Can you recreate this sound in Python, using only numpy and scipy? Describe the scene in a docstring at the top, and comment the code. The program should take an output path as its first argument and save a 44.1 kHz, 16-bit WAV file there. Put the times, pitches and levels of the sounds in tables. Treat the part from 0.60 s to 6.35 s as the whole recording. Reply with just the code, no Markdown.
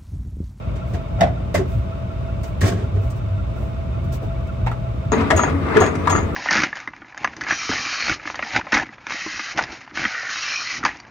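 """A lumpy V8 idle, a tailgate unlatching and booming open, shoes on gravel; then a hand-cranked jack.
First place: a pickup in a gravel yard, from under the steel neck of a trailer; someone walks off.
Second place: close beside the trailer; gears grind and knock in its frame and the shaft squeals.
Engine: filtered firing pulses and gas noise, fan, clatter, whines, chirps. Gate, stone and jack:
blows and rubbing noise through synthetic responses. Shoes: shaped noise. Squeal: a wavering sine."""
import sys
import numpy as np
from scipy import signal
from scipy.fft import rfft, irfft, next_fast_len
from scipy.io import wavfile
from scipy.ndimage import uniform_filter1d

SR = 44100
rng = np.random.default_rng(int(sys.argv[2]) if len(sys.argv) > 2 else 0)


def dump_mix(stems):
    """Bounce the given channels to the path in sys.argv[1] as a 16-bit WAV at rate SR."""
    frames = np.atleast_2d(stems).T  # one column per channel
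    limited = np.clip(frames, -1, 1)  # hard clip at full scale
    pcm = np.round(limited * 32767).astype(np.int16)
    wavfile.write(sys.argv[1], SR, pcm)


N = 253575  # samples
TIME = np.arange(N) / SR
CUT_S = 4.519  # the listening place changes to the jack
CYCLE_S = 0.1835  # one engine cycle
RING_SIZE = 24000  # samples in each body response and single event

# slips of the shaft in its bearing: (start [s], length [s], relative level [dB], pitch [Hz])
SHAFT_SLIPS = [(4.472, 0.046, -29, 6657), (4.764, 0.073, -32.5, 6657), (5.204, 0.053, -33.5, 6657),
               (5.384, 0.043, -61, 6000), (5.5, 0.088, -33.5, 6657)]


def undb(db):
    """Decibels to gain."""
    return 10 ** (np.asarray(db) / 20)


def level(x, db):
    """Scale to an rms level."""
    return x * undb(db) / np.sqrt(np.mean(x ** 2))


def colour(x, points):
    """Minimum-phase filter through (frequency [Hz], gain [dB]) points, by folding the cepstrum."""
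    size = 2 * next_fast_len(x.shape[-1] // 2 + 4096)
    hz, db = np.transpose(points)
    bins_hz = np.fft.rfftfreq(size, 1 / SR)
    gain = undb(np.interp(np.log(bins_hz + 1), np.log(hz), db))
    cepstrum = irfft(np.log(gain))
    cepstrum[1:size // 2] *= 2
    cepstrum[size // 2 + 1:] = 0
    return irfft(rfft(x, size) * np.exp(rfft(cepstrum)))[..., :x.shape[-1]]


def cut(x, hz, kind, order=2):
    """Low-, high- or band-pass."""
    sos = signal.butter(order, np.minimum(hz, SR / 2 - 1), kind, fs=SR, output="sos")
    return signal.sosfilt(sos, x)


def air(size, apart_hz=300):
    """Noise at two microphones: alike in the bass, unrelated in the treble."""
    mid, side = rfft(rng.standard_normal((2, size)))
    apart = np.tanh((np.fft.rfftfreq(size, 1 / SR) / apart_hz) ** 1.36)
    return irfft([mid + apart * side, mid - apart * side] / np.sqrt(1 + apart ** 2), size)


def walk(rate_hz):
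    """Smooth random modulation of unit rms."""
    k = int(SR / rate_hz)
    steps = np.repeat(rng.standard_normal(N // k + 1), k)
    smooth = uniform_filter1d(uniform_filter1d(steps, k), k)
    return level(smooth[:N], 0)


def grains(size, spread_db):
    """Dense tiny contacts of unit rms, a few much harder than the rest."""
    hardness = np.minimum(rng.exponential(size=size), 4.5)
    return level(rng.standard_normal(size) * undb(spread_db * hardness), 0)


def add(out, s, x):
    """Mix x in at time s."""
    i = max(int(s * SR), 0)
    out[..., i:i + x.shape[-1]] += x[..., :max(N - i, 0)]


def through(x, response):
    """Play a mono drive through a stereo response."""
    return signal.fftconvolve(x[None], response, axes=1)[:, :len(x)]


def roam(x, body, stay_s):
    """Play a drive into a body while the contact hops from spot to spot."""
    hop = (TIME[:len(x)] / stay_s).astype(int) % 4096
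    spot = rng.integers(len(body), size=4096)[hop]
    return sum(through(x * (spot == k), response) for k, response in enumerate(body))


def steel(modes, t60_s, t60_slope, direct_db, left_lag_s, build_s, echo_db, echo_t60_s,
          modes_db=0, count=3):
    """Steel responses at several spots: direct crack, building dense ring, main modes, yard echo."""
    t = np.arange(RING_SIZE) / SR
    out = np.zeros((count, 2, RING_SIZE))
    for hz in 180 * 2.0 ** np.arange(7):  # octave bands; the treble dies sooner
        age = np.log(1000) * t * (hz / 1000) ** t60_slope
        fade = np.exp(-age / t60_s) + undb(echo_db) * np.exp(-age / echo_t60_s)
        ring = fade * (1 - np.exp(-t / build_s))
        noise = np.array([air(RING_SIZE) for _ in range(count)])
        band = cut(noise, [hz / np.sqrt(2), hz * np.sqrt(2)], "bandpass")
        out += band * ring / np.linalg.norm(ring)
    lags_s = np.maximum([left_lag_s, -left_lag_s], 0)  # left, right
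    out[:, [0, 1], (lags_s * SR).astype(int)] += undb(direct_db)
    for hz, t60, db in modes:
        decay = np.log(1000) / t60
        dense = np.sqrt(SR / (np.sqrt(2) * hz))  # gain of the dense ring at this pitch
        gain = undb(db + modes_db) * dense * 2 * decay / SR
        phase = 0.82 * np.tanh(2 * np.pi * hz * lags_s[:, None])
        out += gain * np.exp(-decay * t) * np.cos(2 * np.pi * hz * t - phase)
    return out


def blows(table, body, tone, rattle_db):
    """Each blow is a push and a short rattle; hardness tilts it brighter, and it has its own resonance."""
    pivot_hz, ring_octaves = 750, 0.21  # tilt centre; half width of the resonance
    out, t = np.zeros((2, N)), np.arange(RING_SIZE) / SR
    hz = 32 * 2 ** np.arange(0, 9, 0.05)
    tone_hz, tone_points_db = np.transpose(tone)
    tone_db = np.interp(np.log(hz), np.log(tone_hz), tone_points_db)
    push = signal.unit_impulse(RING_SIZE)
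    shove = cut(push, 660, "lowpass", order=1)
    tick = cut(push, 6800, "highpass", order=1)
    push = shove + undb(7.0) * tick
    for s, rattle_s, db, hardness, ring_hz, ring_db in table:
        age = t / rattle_s
        rattle = cut(grains(RING_SIZE, 2.8), 297, "highpass") * np.sqrt(age) * np.exp(-age ** 2)
        drive = push + undb(rattle_db) * rattle / np.linalg.norm(rattle)
        tilt_db = hardness * np.log2(np.maximum(hz / pivot_hz, 0.25))
        per_hz_db = db + tone_db + tilt_db - 10 * np.log10(hz / SR)
        per_hz_db += ring_db * np.exp(-(np.log2(hz / ring_hz) / ring_octaves) ** 2)
        struck = roam(drive, body, stay_s=0.0015)
        add(out, s, colour(struck, list(zip(hz, per_hz_db))))
    return out


def exhaust():
    """Eight uneven firings a cycle, with turbulent gas, bounce between truck and trailer."""
    # firings of one cycle: (extra exhaust travel time [s], relative level [dB])
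    cylinders = [(0.0044, -1), (0.0011, 5.5), (0.00907, -0.5), (0.0029, -2), (0.00054, -3.5),
                 (0.00938, 6.5), (0.026, -16), (0.0021, -3)]
    # spectrum at the first place: (frequency [Hz], relative level [dB per Hz])
    first_place = [(25, -45.5), (36, -26), (46, -7), (60, 2.5), (80, -1.5), (100, -1.5), (122, 0.5),
                   (150, -13), (178, -8.5), (240, -19.5), (300, -21.5), (380, -24), (650, -58),
                   (5000, -120)]
    # spectrum at the jack: (frequency [Hz], relative level [dB per Hz])
    by_jack = [(25, -38), (45, -20), (70, -9), (92, -0.5), (112, -14), (180, -15), (400, -24), (1000, -70),
               (5000, -120)]
    pulses = np.zeros(N)
    for start_s in np.arange(0, N / SR, CYCLE_S):
        for k, (lag_s, db) in enumerate(cylinders):
            jitter, size_db = rng.standard_normal(2)
            fire_s = start_s + k * CYCLE_S / len(cylinders) + lag_s + 0.00051 * jitter
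            add(pulses, fire_s, undb([db + size_db]))
    echoes = air(RING_SIZE) * np.exp(-np.arange(RING_SIZE) / SR / 0.043)
    gas = level(pulses, -6.0) + level(through(pulses, echoes), -5.5) + level(air(N), 0.64)
    lope_db, lope_phase_turns, surge_db = 2, 0.9, 1.5
    lope = np.cos(4 * np.pi * (TIME / CYCLE_S - lope_phase_turns))  # once a crankshaft turn
    gas = gas * undb(lope_db * lope + surge_db * walk(25.095))
    before = level(colour(gas, first_place), -24.5)
    after = level(colour(gas, by_jack), -23.5)
    return np.where(TIME < CUT_S, before, after)


def engine_bay():
    """Fan rush, valve clatter that repeats every cycle, fluttering whines and the belt's chirps."""
    # spectrum of fan and clatter: (frequency [Hz], relative level [dB per Hz])
    bay_spectrum = [(150, -28.5), (330, -5.5), (480, -4.5), (650, 1), (780, -15), (1100, -8.5),
                    (1340, -10.5), (1700, -20.5), (2600, -18.5), (3300, -25.5), (3700, -27), (4100, -30),
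                    (8500, -41), (15000, -48.5)]
    # accessories and intake: (pitch [Hz], flutter rate [1/s], steady part relative to flutter [ratio],
    # level [dB], phase between the microphones [rad])
    whines = [(661, 30, 1.75, -43, 0.78), (835, 38, 0.71, -46.5, 2.8), (3650, 280, 0.055, -66.5, 1.3)]
    # belt and pulleys: (share of the cycle [0-1], nominal pitch [Hz], half length [s], level [dB])
    chirps = [(0.064, 2207, 0.018, -66.5), (0.11, 3650, 0.01, -71.5), (0.226, 2546, 0.017, -66),
              (0.237, 1351, 0.011, -54), (.45, 1270, .024, -68.5), (0.517, 2223, 0.0083, -64.5),
              (0.752, 1164, 0.015, -60.5), (0.947, 1506, 0.022, -66)]
    size = int(CYCLE_S * SR)
    firing = (TIME / CYCLE_S * 8) % 1  # phase within each of eight firings
    clatter = np.tile(air(size), N // size + 1)[:, :N] * np.exp(-firing / 2.3)
    fan = air(N) * undb(0.5 * walk(31))
    out = level(colour(level(fan, 0) + level(clatter, 0.55), bay_spectrum), -39.0)
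    for hz, flutter_hz, steady, db, lead_rad in whines:
        flutter = walk(flutter_hz) + 1j * walk(flutter_hz)
        tone = (steady + flutter) * np.exp(2j * np.pi * hz * TIME)
        out += level(np.real([tone * np.exp(-1j * lead_rad), tone]), db)
    belt_s = np.cumsum(1 + 0.02 * walk(110)) / SR  # the belt creeps unevenly on its pulleys
    for share, hz, half_s, db in chirps:
        from_peak_s = ((TIME / CYCLE_S - share + 0.5) % 1 - 0.5) * CYCLE_S
        tone = np.sin(2 * np.pi * hz * belt_s + np.array([[-1.3], [0]]))
        chirp = tone * np.exp(-(from_peak_s / half_s) ** 2)
        out += level(chirp * undb(2.6 * walk(18)), db)
    return out


def footsteps():
    """Gravel crunches under each shoe, and the weight lands with a soft thud."""
    # (time [s], length scale [s], crunch before envelope [dB], thud before envelope [dB])
    steps = [(0.26, 0.081, -60, -64), (1.066, 0.099, -56, -59), (1.848, 0.045, -53.5, -60),
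             (2.41, 0.069, -56.5, -42), (2.554, 0.03, -56.5, -46), (2.953, 0.11, -59, -40),
             (3.438, .02, -57, -64), (3.52, 0.036, -42.5, -36.5), (3.615, 0.045, -57, -35)]
    gravel = [(100, -2.0), (600, -15.0), (2000, -7.5), (6000, -8.0), (14000, -12.5)]  # Hz, dB
    out = np.zeros((2, N))
    for s, length_s, crunch_db, thud_db in steps:
        age = np.arange(RING_SIZE) / SR / length_s
        crunch = colour(air(RING_SIZE) * grains(RING_SIZE, 2.1), gravel)
        thud = cut(air(RING_SIZE), [200, 620], "bandpass")
        envelope = 2 * np.sqrt(age) * np.exp(-age ** 2)
        add(out, s, (level(crunch, crunch_db) + level(thud, thud_db)) * envelope)
    return out


def kicked_stone():
    """A stone flicked by a shoe lands and bounces: a tick, a double clack and a last bounce."""
    # (time [s], rattle [s], relative level [dB], hardness [dB per octave], ring [Hz], ring [dB])
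    stone_blows = [(3.873, 0.0033, -63, 7, 4000, -2), (4.064, 0.0014, -40, 2, 1980, 7),
                   (4.070, 0.0028, -29.5, 0.2, 2000, 4.5), (4.115, 0.0045, -38.5, 1.5, 1200, 5)]
    # blow of middling hardness: (frequency [Hz], relative level [dB per octave])
    stone_colour = [(35, -40), (100, -25), (400, -3), (750, 7), (2000, -1), (4000, -15), (8000, -27),
                    (15000, -35)]
    modes = [(1350, 0.036, -5.5), (1940, 0.059, -15)]  # Hz, t60 s, dB over the dense ring
    stone = steel(modes, t60_s=0.14, t60_slope=0.1, direct_db=-2.5, left_lag_s=-0.00014,
                  build_s=0.001, echo_db=-25, echo_t60_s=0.23)
    return undb(21.5) * blows(stone_blows, stone, stone_colour, rattle_db=0)


def tailgate():
    """The latch lets go, the gate swings down, booms against its cables and rocks to rest."""
    # handle pulled, catches spring open: (time [s], rattle [s], relative level [dB],
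    # hardness [dB per octave], ring [Hz], ring [dB])
    latch_blows = [(.586, 0.021, -33, -3.5, 600, 10), (.608, 0.0024, -23.5, 1.7, 4300, 3.5),
                   (.613, 0.0078, -20, -2.5, 663, 11.5), (.626, 0.013, -21.5, -1.5, 680, 9),
                   (.652, 0.027, -31, -2, 2200, 1)]
    # gate against hinges and cables: (time [s], rattle [s], relative level [dB],
    # hardness [dB per octave], ring [Hz], ring [dB])
    gate_blows = [(.157, 0.011, -46.5, -1, 400, 6.5), (.336, 0.016, -36, -1.8, 1400, -5),
                  (.943, 0.0078, -28, 0.5, 590, 11.5), (.951, 0.0047, -31.5, 0, 2080, 12),
                  (.955, 0.015, -33.5, -1.5, 193, 5.5), (.973, 0.0085, -34, -0.5, 1520, 3),
                  (.982, 0.033, -36, -4, 381, 12.5), (.997, 0.013, -41.5, -2.5, 680, 11),
                  (1.833, 0.011, -46.5, 2, 3600, -1), (2.009, 0.0041, -42, 3.5, 3700, 3),
                  (2.014, 0.004, -33, 0.4, 1700, 10.5), (2.029, 0.021, -26, -1.1, 226, 6),
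                  (2.055, 0.015, -30, 0.5, 700, 7), (2.074, 0.01, -33, 1.5, 710, 2),
                  (2.087, 0.015, -34, 0.5, 620, 7), (2.119, 0.0051, -35.5, -1.5, 500, 6),
                  (2.135, 0.09, -35.5, -1.9, 423, 6), (2.35, 0.033, -42.5, -3, 427, 12.5),
                  (2.501, 0.011, -60.5, 5.5, 3600, -5)]
    # latch and rods: (frequency [Hz], t60 [s], relative mode level [dB])
    latch_modes = [(183, 0.3, -2), (542, 0.13, -4.5), (620, 0.15, -4), (680, 0.19, 0), (716, .1, -2),
                   (802, 0.07, -9), (2020, 0.1, 0), (2410, 0.081, -5), (2880, 0.096, -1)]
    # gate panel: (frequency [Hz], t60 [s], relative mode level [dB])
    gate_modes = [(97.5, 0.17, -9.5), (178, 0.21, -6.5), (370, 0.14, -9), (421, 0.15, -7.5),
                  (590, 0.054, -8), (680, 0.11, 0.5), (873, 0.15, -14), (1100, 0.042, 1.5),
                  (1650, .025, -1), (1866, 0.031, -1.5), (2080, 0.052, -1), (3650, 0.045, 0)]
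    # latch blow of middling hardness: (frequency [Hz], relative level [dB per octave])
    latch_colour = [(35, -38), (100, -2), (190, -6), (360, -8), (750, -3.5), (1200, -7), (2000, -6.5),
                    (3000, -11), (8000, -21.5), (15000, -37)]
    # gate blow of middling hardness: (frequency [Hz], relative level [dB per octave])
    gate_colour = [(35, -32), (100, 4.5), (190, 6), (300, 2.5), (420, 3), (620, -0.5), (900, -4),
                   (2000, -4.5), (4200, -8.5), (6000, -8), (8000, -10.5), (15000, -20.5)]
    # weight swings on the cables and the bed drones: (time [s], half length [s], level [dB])
    gate_rocks = [(0.984, 0.022, -14), (2.045, 0.019, -8), (2.166, 0.026, -17.5), (2.245, 0.0073, -11.5),
                  (2.38, 0.054, -13.5), (2.53, 0.048, -23), (2.73, 0.094, -18.5)]
    latch = steel(latch_modes, t60_s=0.14, t60_slope=0.81, direct_db=-8.5, left_lag_s=0.0004,
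                  build_s=0.0015, echo_db=-18.5, echo_t60_s=0.66, modes_db=-5.0)
    gate = steel(gate_modes, t60_s=0.16, t60_slope=0.34, direct_db=-8.5, left_lag_s=0.00048,
                 build_s=0.0012, echo_db=-23.0, echo_t60_s=0.71, modes_db=-9.0)
    rocking = sum(undb(db) * np.exp(-((TIME - s) / half_s) ** 2) for s, half_s, db in gate_rocks)
    drone = rocking * np.sin(2 * np.pi * gate_modes[0][0] * TIME)  # lowest gate mode
    knocks = blows(latch_blows, latch, latch_colour, rattle_db=6.5)
    knocks = knocks + blows(gate_blows, gate, gate_colour, rattle_db=6.0)
    return undb(20.5) * knocks + drone


def squeal():
    """The slipping shaft feeds a high mode ever more weakly; it rings on after the shaft grips."""
    rise_s, ring_s, sag_db_per_s = 0.004, 0.023, 77
    feed, pitch_hz = np.zeros(N), np.zeros(N)
    for s, length_s, db, hz in SHAFT_SLIPS:
        add(feed, s, undb(db - sag_db_per_s * TIME[TIME < length_s]))
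        pitch_hz[TIME >= s] = hz
    fading = np.exp(-np.arange(RING_SIZE) / SR / ring_s)
    ring = signal.fftconvolve(feed, fading / fading.sum())[:N]
    swell = np.maximum(uniform_filter1d(feed, int(rise_s * SR)), ring) * undb(2.8 * walk(130))
    phase = 2 * np.pi * np.cumsum(pitch_hz + 8 * walk(54) + 17 * walk(460)) / SR
    lead_rad = 1.16 + 0.24 * walk(9)  # between the microphones; wanders as the crank turns
    return undb(6.5) * swell * np.sin([phase + lead_rad, phase])


def effort():
    """Gear load as a gain: swells with each stroke of the arm, eases to coasting between them."""
    # arm bears on the crank about twice a turn: (hardest moment [s], half length [s], load gain [dB])
    strokes = [(4.555, 0.091, -21.5), (4.826, 0.088, -23), (5.195, 0.11, -20.5), (5.534, 0.084, -25)]
    coast_db = -36.5
    return undb(coast_db) + sum(undb(db) * np.exp(-np.abs((TIME - s) / half_s) ** 1.9)
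                                for s, half_s, db in strokes)


def jack():
    """Dry gears grind, snag and knock over the bearing's roll; the shaft cracks loose, the frame rings."""
    # play in the gears takes up: (time [s], rattle [s], relative level [dB],
    # hardness [dB per octave], ring [Hz], ring [dB])
    jack_blows = [(4.520, 0.00075, -27, -0.9, 298, 7), (4.523, 0.014, -33.5, -3.5, 450, 12),
                  (4.585, 0.051, -29, -5, 237, 13.5), (4.610, 0.0025, -39.5, 2.5, 3500, -4),
                  (4.704, 0.0093, -20.5, 2, 1970, 5.5), (4.719, 0.026, -29, -5, 640, 12.5),
                  (4.774, 0.0063, -31, 2, 900, -3), (4.792, 0.0072, -26, -1.5, 1290, 5.5),
                  (4.834, 0.0033, -27, 0.3, 950, -1), (4.877, 0.0031, -32, -5, 1250, 3),
                  (4.896, 0.0026, -47.5, 4.5, 3500, 2), (4.93, 0.03, -39, -6, 286, 13),
                  (5.085, 0.0023, -36, -1.5, 3500, 10), (5.106, 0.0025, -47, -4, 3500, 3),
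                  (5.162, 0.015, -22, -2.4, 414, 16.5), (5.169, 0.0028, -27.5, 3, 1650, 8),
                  (5.208, 0.007, -23, -1.5, 400, 8), (5.218, 0.0078, -21, -2, 715, 7),
                  (5.237, .004, -27.5, 0, 2320, 3), (5.262, .004, -33.5, 2.5, 600, 13.5),
                  (5.353, 0.0025, -39, 3.5, 3270, -10), (5.473, 0.0037, -25.5, 1, 1100, 10.5),
                  (5.497, 0.0093, -33, 5, 990, 12), (5.524, 0.0062, -31, -1.5, 1200, 12),
                  (5.549, 0.008, -28, -2.5, 1370, 7.5), (5.561, 0.0025, -38, 3.5, 1160, 9),
                  (5.579, 0.0064, -31.5, -1, 880, 9)]
    # trailer frame: (frequency [Hz], t60 [s], relative mode level [dB])
    frame_modes = [(95.8, 0.49, -9.5), (278, 0.18, -2), (439.3, 0.15, 2), (640, 0.088, -8),
                   (750, 0.1, -5.5), (967, 0.041, 2), (1182, 0.074, 5), (1280, 0.049, 4.5), (1380, 0.04, 5),
                   (1679, 0.059, 5), (1788, 0.062, 2), (2124, 0.093, -0.5), (2685, 0.07, 3),
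                   (3300, 0.045, 6.5)]
    # grinding spectrum: (frequency [Hz], relative level [dB per Hz])
    gear_spectrum = [(130, 7), (200, 4), (300, 7.5), (430, 7.5), (520, 4), (900, 16.5), (1400, 6),
                     (1550, 3.5), (2000, 3.5), (2700, -7), (3800, -32), (5800, -31), (9000, -32),
                     (15000, -45)]
    # screw in its thrust bearing, whatever the load: (frequency [Hz], relative level [dB per Hz])
    bearing_spectrum = [(70, -26.5), (150, -3), (215, -7), (280, 3.5), (350, -4.5), (440, -4.5), (560, -6),
                        (950, -22.5), (1180, -3.5), (1500, -25.5), (2100, -20), (3000, -34), (5000, -47),
                        (8000, -43), (15000, -54)]
    # knock of middling hardness: (frequency [Hz], relative level [dB per octave])
    jack_colour = [(35, -14.5), (100, 3.5), (400, 0.5), (750, 4.5), (1400, 3), (2000, 1), (4000, -12.5),
                   (8000, -18), (15000, -41.5)]
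    # shaft breaking loose: (frequency [Hz], relative level [dB per octave])
    slip_colour = [(100, 2.5), (2000, -11), (8000, 2.5), (15000, -10)]
    echo_db, echo_t60_s = -15, 0.45
    rubbed = steel(frame_modes, t60_s=0.044, t60_slope=0.16, direct_db=-21, left_lag_s=-0.00032,
                   build_s=0.003, echo_db=echo_db, echo_t60_s=echo_t60_s, modes_db=-17.0)
    struck = steel(frame_modes, t60_s=0.054, t60_slope=0.29, direct_db=-4.5, left_lag_s=-0.00032,
                   build_s=0.0017, echo_db=echo_db, echo_t60_s=echo_t60_s, modes_db=-10.5)
    load = effort()

    catches_per_s, catch_db = 260, -4
    mesh_s = 0.012  # the gears bear on one spot this long, then hop
    catches = (rng.random(N) < catches_per_s / SR) * rng.uniform(-0.91, 1, N)
    rubbing = grains(N, 3.8) * undb(1.5 * walk(160))
    teeth = roam(level(rubbing, 0) + level(catches, catch_db), rubbed, mesh_s)
    grind = colour(teeth, gear_spectrum)
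    grit = level(cut(grind, 735, "highpass"), 0) * load
    rumble = level(cut(grind, [130, 560], "bandpass"), -19.5) * (10 * load)
    scrape = level(cut(teeth, [2500, 4000], "bandpass") * undb(2.1 * walk(45)), -19) * load
    roll = level(colour(air(N, apart_hz=600), bearing_spectrum), -30.5)

    slip_db, slip_s = -4, 0.017  # crack relative to its squeal; its rattle
    slips = [(s, slip_s, db + slip_db, 0, hz, 3) for s, _, db, hz in SHAFT_SLIPS]
    knocks = blows(jack_blows, struck, jack_colour, rattle_db=5.5)
    knocks = undb(16.5) * (knocks + blows(slips, struck, slip_colour, rattle_db=4.5))
    pan_db = 4.0  # left over right
    pan = undb(np.array([[pan_db], [-pan_db]]) / 2)
    return (grit + rumble + scrape + roll + knocks) * pan


def scene():
    """The engine runs throughout; tailgate, steps and stone come first, then the jack."""
    behind_truck = footsteps() + kicked_stone() + tailgate()
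    by_trailer = squeal() + jack()
    return exhaust() + engine_bay() + np.where(TIME < CUT_S, behind_truck, by_trailer)


def record(dry):
    """A band of the treble near 11 kHz is dulled; the peaks are rounded and the top is cut."""
    top_hz = 15800
    heard = colour(dry, [(9500, 1.0), (10700, -21.0), (11800, -20.0), (12800, 3.5)])
    lowpass = signal.ellip(8, 0.2, 70, top_hz, fs=SR, output="sos")
    return signal.sosfilt(lowpass, np.tanh(heard))


dry = scene()
out = record(dry)
dump_mix(out)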